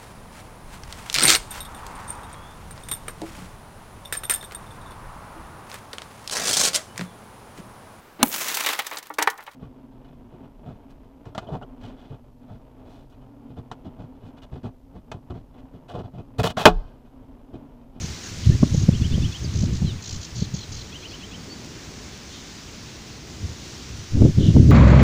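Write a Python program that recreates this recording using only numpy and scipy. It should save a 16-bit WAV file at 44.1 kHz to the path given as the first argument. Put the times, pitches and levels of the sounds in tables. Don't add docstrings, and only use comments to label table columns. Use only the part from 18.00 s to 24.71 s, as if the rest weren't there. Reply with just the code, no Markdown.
import sys
import numpy as np
from scipy import signal
from scipy.fft import rfft, irfft, next_fast_len
from scipy.io import wavfile
from scipy.ndimage import uniform_filter1d, minimum_filter1d, map_coordinates

SR = 44100
rng = np.random.default_rng(int(sys.argv[2]) if len(sys.argv) > 2 else 0)


def master(y):
    cut = np.clip(np.atleast_2d(y).T, -1, 1)
    pcm = np.round(cut * 32767)
    wavfile.write(sys.argv[1], SR, pcm.astype(np.int16))


N = 295911

# time in seconds, relative rustle level in dB.
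BREEZE_LEVELS = [(0, -40), (1.1, -42), (1.9, -45.5), (3.1, -47), (3.95, -45), (4.5, -44.5), (5.25, -46),
                 (5.63, -43), (6.1, -44), (6.71, -42)]
# time in seconds, relative level in dB.
RUMBLE_LEVELS = [(0, -42), (1.1, -45.5), (2.7, -44.5), (3.1, -42), (3.95, -41.5), (4.3, -44.5), (5.65, -42),
                 (6.1, -46)]
# start in seconds, hold in seconds, relative force in dB.
MIC_GUSTS = [(0, 0.11, -37.5), (0.323, 0.16, -39.5), (0.472, 0.061, -21), (0.608, 0.35, -26.5),
             (1.015, .03, -22), (1.109, 0.15, -23), (1.415, 0.11, -30.5), (1.545, 0.2, -25),
             (1.811, 0.12, -26.5), (2.092, 0.074, -36.5), (2.368, 0.07, -29), (2.5, 0.06, -35),
             (2.713, 0.088, -37.5), (5.431, 0.031, -31), (5.92, .08, -37.5), (6.154, 0.021, -20),
             (6.217, 0.048, -13.5), (6.385, 0.11, -18), (6.553, 0.32, -15.5)]
# centre time in seconds, level in dB, pitch in Hz.
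PORT_EDDIES = [(.046, -19.5, 141), (.473, -3.5, 91), (.499, -2.5, 99), (.553, -11.5, 79.5), (.633, -1, 160),
               (0.749, -11.5, 145), (.781, -7.5, 102), (0.836, -12.5, 129), (0.891, -0.5, 135),
               (1.182, -13.5, 153), (1.447, -22, 166), (1.637, -9, 139), (1.824, -11.5, 135),
               (1.851, -9.5, 122), (2.425, -11.5, 134), (2.544, -16, 129), (6.17, -8.5, 136),
               (6.222, -9.5, 178), (6.255, -6, 165), (6.296, -5, 100), (6.386, -3.5, 118),
               (6.489, -0.5, 119), (6.568, -1.5, 161), (6.602, 0.5, 92)]

# start in seconds, number of notes, spacing in seconds, relative opening
# levels of the low and the high voice in dB, fade of the high voice in dB per note.
CHATTER_PHRASES = [(.005, 3, 0.023, -51, -34.5, 3), (.233, 2, 0.023, -49, -40, -5),
                   (.735, 4, 0.027, -51, -32.5, 1), (2.352, 5, 0.021, -38.5, -40, 1.5),
                   (2.536, 5, .022, -39, -37, 4.5), (2.716, 5, .022, -40, -37.5, 3.5)]
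# start and length in seconds, start and end pitch in Hz, level in dB.
FAR_TRILLS = [(.21, 0.1, 1550, 1640, -45.5), (0.43, 0.041, 3330, 3320, -38.5),
              (3.058, 0.1, 4860, 4900, -44), (4.29, 0.13, 3760, 3390, -45), (6.371, 0.16, 3580, 3085, -36)]
# start and length in seconds, start, middle and end pitch in Hz,
# level in dB.
WHISTLE_NOTES = [(.51, 0.03, 1670, 1790, 1840, -39), (1.429, 0.021, 6300, 6440, 5860, -37),
                 (1.434, .033, 5700, 4740, 4570, -34.5), (1.842, 0.096, 3500, 3060, 2540, -42.5),
                 (1.85, 0.084, 4150, 3860, 3130, -38), (3.486, 0.069, 4250, 4510, 4500, -39)]
# start and length in seconds, pitch near the slide's top in Hz, level in dB.
CHIRP_NOTES = [(0.921, 0.048, 3210, -37.5), (1.014, 0.055, 3190, -35.5), (1.113, 0.051, 3260, -35.5),
               (1.217, 0.055, 3260, -34.5), (1.316, 0.058, 3200, -35.5), (2.917, 0.06, 3120, -38),
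               (3.022, .052, 3060, -37), (3.107, 0.054, 3080, -39), (3.204, 0.052, 3110, -40),
               (3.309, 0.055, 3120, -40)]
# share of its length, multiple of its pitch, relative level in dB.
CHIRP_SLIDE = [(0, .79, -18), (.2, .8, -8), (.42, .87, -2), (.6, .94, 0), (.75, 1.02, 0), (.87, 1, -3),
               (1, .86, -12)]
# start in seconds, number of pulses, relative level in dB.
RATTLE_BURSTS = [(1.535, 8, -25), (1.731, 3, -27.5), (2.022, 9, -24.5), (2.211, 3, -24.5)]

# frequency in Hz, relative spectral density in dB.
REED_SPECTRUM = [(300, -8.5), (700, -5.5), (1100, -6.5), (1700, -4), (2400, -2.5), (3200, -1.5), (4500, 1),
                 (6200, 1.5), (7000, -2), (8000, -11), (10000, -19.5), (12500, -26), (15500, -22)]
TICK_SPECTRUM = [(500, -13), (2500, -5), (6300, 0.5), (8500, -13), (15000, -24)]
RUMBLE_SPECTRUM = [(25, -27), (50, 1.5), (80, -0.5), (140, -0.5), (230, 0), (320, -3), (430, -7),
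                   (540, -12.5), (750, -15.5), (1200, -28), (2500, -79)]
BUFFET_SPECTRUM = [(20, -7.5), (36, -30), (65, -1.5), (110, -1), (160, -9.5), (230, -20.5), (350, -39.5),
                   (600, -77), (1500, -100)]
CHURN_SPECTRUM = [(60, -21), (150, -0.5), (230, 5.5), (350, -1.5), (480, -14.5), (650, -21.5), (1000, -52),
                  (2000, -82), (4000, -110)]
FLUTTER_SPECTRUM = [(100, -43), (250, 7.5), (500, 2), (850, -10.5), (1150, -35), (1550, -43), (1900, -58),
                    (6000, -101)]
EDGE_SPECTRUM = [(300, -34), (800, -6), (1100, 7), (1550, -4), (1850, -29), (4000, -26), (9000, -63)]
BEAK_SPECTRUM = [(1500, -63), (2700, -18), (3500, -11), (4500, -6.5), (5400, -7.5), (6600, -4), (7400, -12),
                 (8300, -46), (10000, -66), (12000, -80)]
HISS_SPECTRUM = [(12000, -56.5), (14000, -36), (14700, -2), (16000, -15)]


def amp(db):
    return 10 ** (np.asarray(db) / 20)


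def unit(x):
    return x / np.sqrt(np.mean(x ** 2) + 1e-20)


def curve(rows):
    return np.interp(np.arange(N) / SR, *np.transpose(rows))


def wobble(rate):
    return map_coordinates(rng.standard_normal(int(N * rate / SR) + 4), [np.arange(N) * rate / SR])


def filtered(x, response):
    size = next_fast_len(N + SR // 4)
    return irfft(rfft(x, size) * response(np.fft.rfftfreq(size, 1 / SR)), size)[:N]


def coloured(x, spectrum):
    points_hz, db = np.transpose(spectrum)
    return unit(filtered(x, lambda hz: amp(np.interp(np.log(hz + 1), np.log(points_hz), db))))


def noise(spectrum):
    return coloured(rng.standard_normal(N), spectrum)


def patchy(depth_db):
    bins = signal.stft(rng.standard_normal(N), nperseg=512)[2]
    patches = uniform_filter1d(rng.standard_normal(bins.shape), size=9, axis=0)
    patches = uniform_filter1d(patches, size=12, axis=1)
    return signal.istft(bins * amp(depth_db * unit(patches)), nperseg=512)[1][:N]


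def add(track, start, x):
    part = track[max(round(start * SR), 0):][:len(x)]
    part += x[:len(part)]


def span(length):
    return np.linspace(0, 1, max(int(length * SR), 2))


def arch(u):
    return np.abs(np.sin(np.pi * u))


def tone(hz, unsteady=0.0096):
    tremor = map_coordinates(rng.standard_normal(len(hz) // 100 + 4), [np.arange(len(hz)) / 100])
    return np.sin(2 * np.pi * (np.cumsum(hz * (1 + unsteady * tremor)) / SR + rng.random()))


def reeds(tick_rate=90, tick_db=-15, tick_growth=1.5, far_db=-51):
    level_db = curve(BREEZE_LEVELS) + 0.5
    stir = amp(tick_growth * (level_db - level_db.mean()))
    ticks = (rng.random(N) < stir * tick_rate / SR) * rng.standard_normal(N)
    brushing = patchy(depth_db=0.8) * amp(0.5 * wobble(12))
    near = coloured(brushing, REED_SPECTRUM) + amp(tick_db) * coloured(ticks, TICK_SPECTRUM)
    far = noise([(200, -28), (600, -6.5), (1000, 1.5), (2000, 0.5),
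                 (3500, -3.5), (7000, -38), (10000, -40)])
    return amp(level_db) * near + amp(far_db) * far


def distant_rumble():
    return amp(curve(RUMBLE_LEVELS) + 0.5) * noise(RUMBLE_SPECTRUM)


def gusts(rise_s=0.02, fall_s=0.038, lull_db=-51.5, churn_db=6, churn_growth=1.618):
    t = np.arange(N) / SR
    power = amp(lull_db) ** 2
    for start, hold, db in MIC_GUSTS:
        falloff = np.maximum(start - t, 0) / rise_s + np.maximum(t - start - hold, 0) / fall_s
        power = power + (amp(db) * np.exp(-falloff)) ** 2
    force_db = 10 * np.log10(power) + 2 * wobble(45)
    roar = amp(force_db + 3) * noise(BUFFET_SPECTRUM)
    churn = amp(churn_growth * force_db + churn_db) * noise(CHURN_SPECTRUM)
    return roar + churn


def eddies(flutter_db=-25, tear_db_per_octave=35.5, typical_hz=130.4, edge_db=-3):
    swings, tearing = np.zeros(N), np.zeros(N)
    t = np.arange(-SR // 40, SR // 40) / SR
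    width_s = np.where(t < 0, 0.004, 0.008)
    for centre, db, hz in PORT_EDDIES:
        cycles = t * hz
        phase = cycles + 0.12 * np.tanh(2 * cycles)
        swell = np.exp(-(cycles / 0.59) ** 2)
        add(swings, centre + t[0], amp(db) * swell * np.sin(2 * np.pi * phase))
        tear_db = db + flutter_db + tear_db_per_octave * np.log2(hz / typical_hz)
        add(tearing, centre - 0.001 + t[0], amp(tear_db) * np.exp(-(t / width_s) ** 2))
    edge = amp(edge_db) * tearing ** 2 * noise(EDGE_SPECTRUM)
    return swings + tearing * noise(FLUTTER_SPECTRUM) + edge


def chatter(voice_db=-2, under_db=-6, rasp_db=-1, grow_db=0.64, sink=0.0252):
    voices, rasp = np.zeros(N), np.zeros(N)
    u = span(0.0231)
    for first, notes, gap, low_start_db, high_start_db, fade_db in CHATTER_PHRASES:
        for k in range(round(notes)):
            start = first + k * gap
            low_db, high_db = low_start_db + grow_db * k, high_start_db - fade_db * k
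            jitter = np.interp(u, np.linspace(0, 1, 20), rng.standard_normal(20))
            fall = (1 + rng.normal(0, 0.015)) * (1.12 - 0.24 * u) * (1 + 0.017 * jitter)
            low = tone(4600 * (1 - sink * k) * fall) + amp(under_db) * tone(3350 * fall)
            high = tone(6550 * np.sqrt(fall)) + 0.7 * tone(5850 * fall)
            note = amp(low_db) * low + amp(high_db) * high
            add(voices, start, amp(voice_db) * arch(u) ** 0.97 * note)
            add(rasp, start, amp(rasp_db + (low_db + high_db) / 2) * arch(u))
    return voices + rasp * noise(BEAK_SPECTRUM)


def bank_scatter(song, t60, wet_db):
    t = np.arange(SR // 2) / SR
    tail = rng.standard_normal(len(t)) * amp(-60 * t / t60)
    return song + amp(wet_db) * signal.fftconvolve(song, tail / np.linalg.norm(tail))[:N]


def trills(warble_hz=85, swing=0.13, leap=0.086):
    out = np.zeros(N)
    for start, length, start_hz, end_hz, db in FAR_TRILLS:
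        u = span(length)
        glide_hz = start_hz + (end_hz - start_hz) * u
        turn = 2 * np.pi * warble_hz * (u * length - 0.005)
        warble = 1 + swing * np.cos(turn) + leap * np.cos(turn / 2)
        add(out, start, amp(db) * arch(u) * tone(glide_hz * warble))
    return out


def whistles():
    out = np.zeros(N)
    for start, length, *bend_hz, db in WHISTLE_NOTES:
        u = span(length)
        hz = np.polyval(np.polyfit([0, 0.5, 1], bend_hz, 2), u)
        add(out, start, amp(db) * arch(u) * tone(hz))
    return out


def chirps(pip_db=-3, overtone_db=-11):
    out = np.zeros(N)
    shares, pitch, shape_db = np.transpose(CHIRP_SLIDE)
    pip_swell = arch(span(0.021))
    for start, length, hz, db in CHIRP_NOTES:
        u = span(length) ** rng.uniform(1.0, 1.026)
        slide = tone(hz * np.interp(u, shares, pitch))
        add(out, start, amp(db + np.interp(u, shares, shape_db)) * slide)
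        pip_hz = hz * (1.03 + 0.054 * pip_swell)
        pip = amp(db + pip_db) * tone(pip_hz) + amp(db + overtone_db) * tone(1.25 * pip_hz)
        add(out, start, pip_swell * pip)
    return out


def rattles(gap_s=0.0171, rasp_db=-10, taper_db=4.5):
    envelope = np.zeros(N)
    pulse = arch(span(0.013))
    for start, pulses, db in RATTLE_BURSTS:
        for k in range(round(pulses)):
            off_centre = (2 * k + 1) / round(pulses) - 1
            pulse_db = db + rasp_db - taper_db * off_centre ** 2
            add(envelope, start - 0.001 + k * gap_s, amp(pulse_db) * pulse)
    return envelope * noise(BEAK_SPECTRUM)


def scene():
    ambience = reeds() + distant_rumble() + gusts() + eddies()
    near_song = bank_scatter(chatter() + whistles() + chirps() + rattles(), t60=0.1, wet_db=-10)
    far_song = bank_scatter(trills(), t60=0.5, wet_db=-5.5)
    return (ambience + near_song + far_song)[None]


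def record(dry, hiss_db=-67, top_hz=15550):
    x = dry[0] + amp(hiss_db) * noise(HISS_SPECTRUM)
    needed_gain = 1 / np.maximum(np.abs(x), 1)
    limiter_gain = uniform_filter1d(minimum_filter1d(needed_gain, size=221), size=221)
    return filtered(x * limiter_gain, lambda hz: hz < top_hz)[None]


dry = scene()
out = record(dry)
master(out)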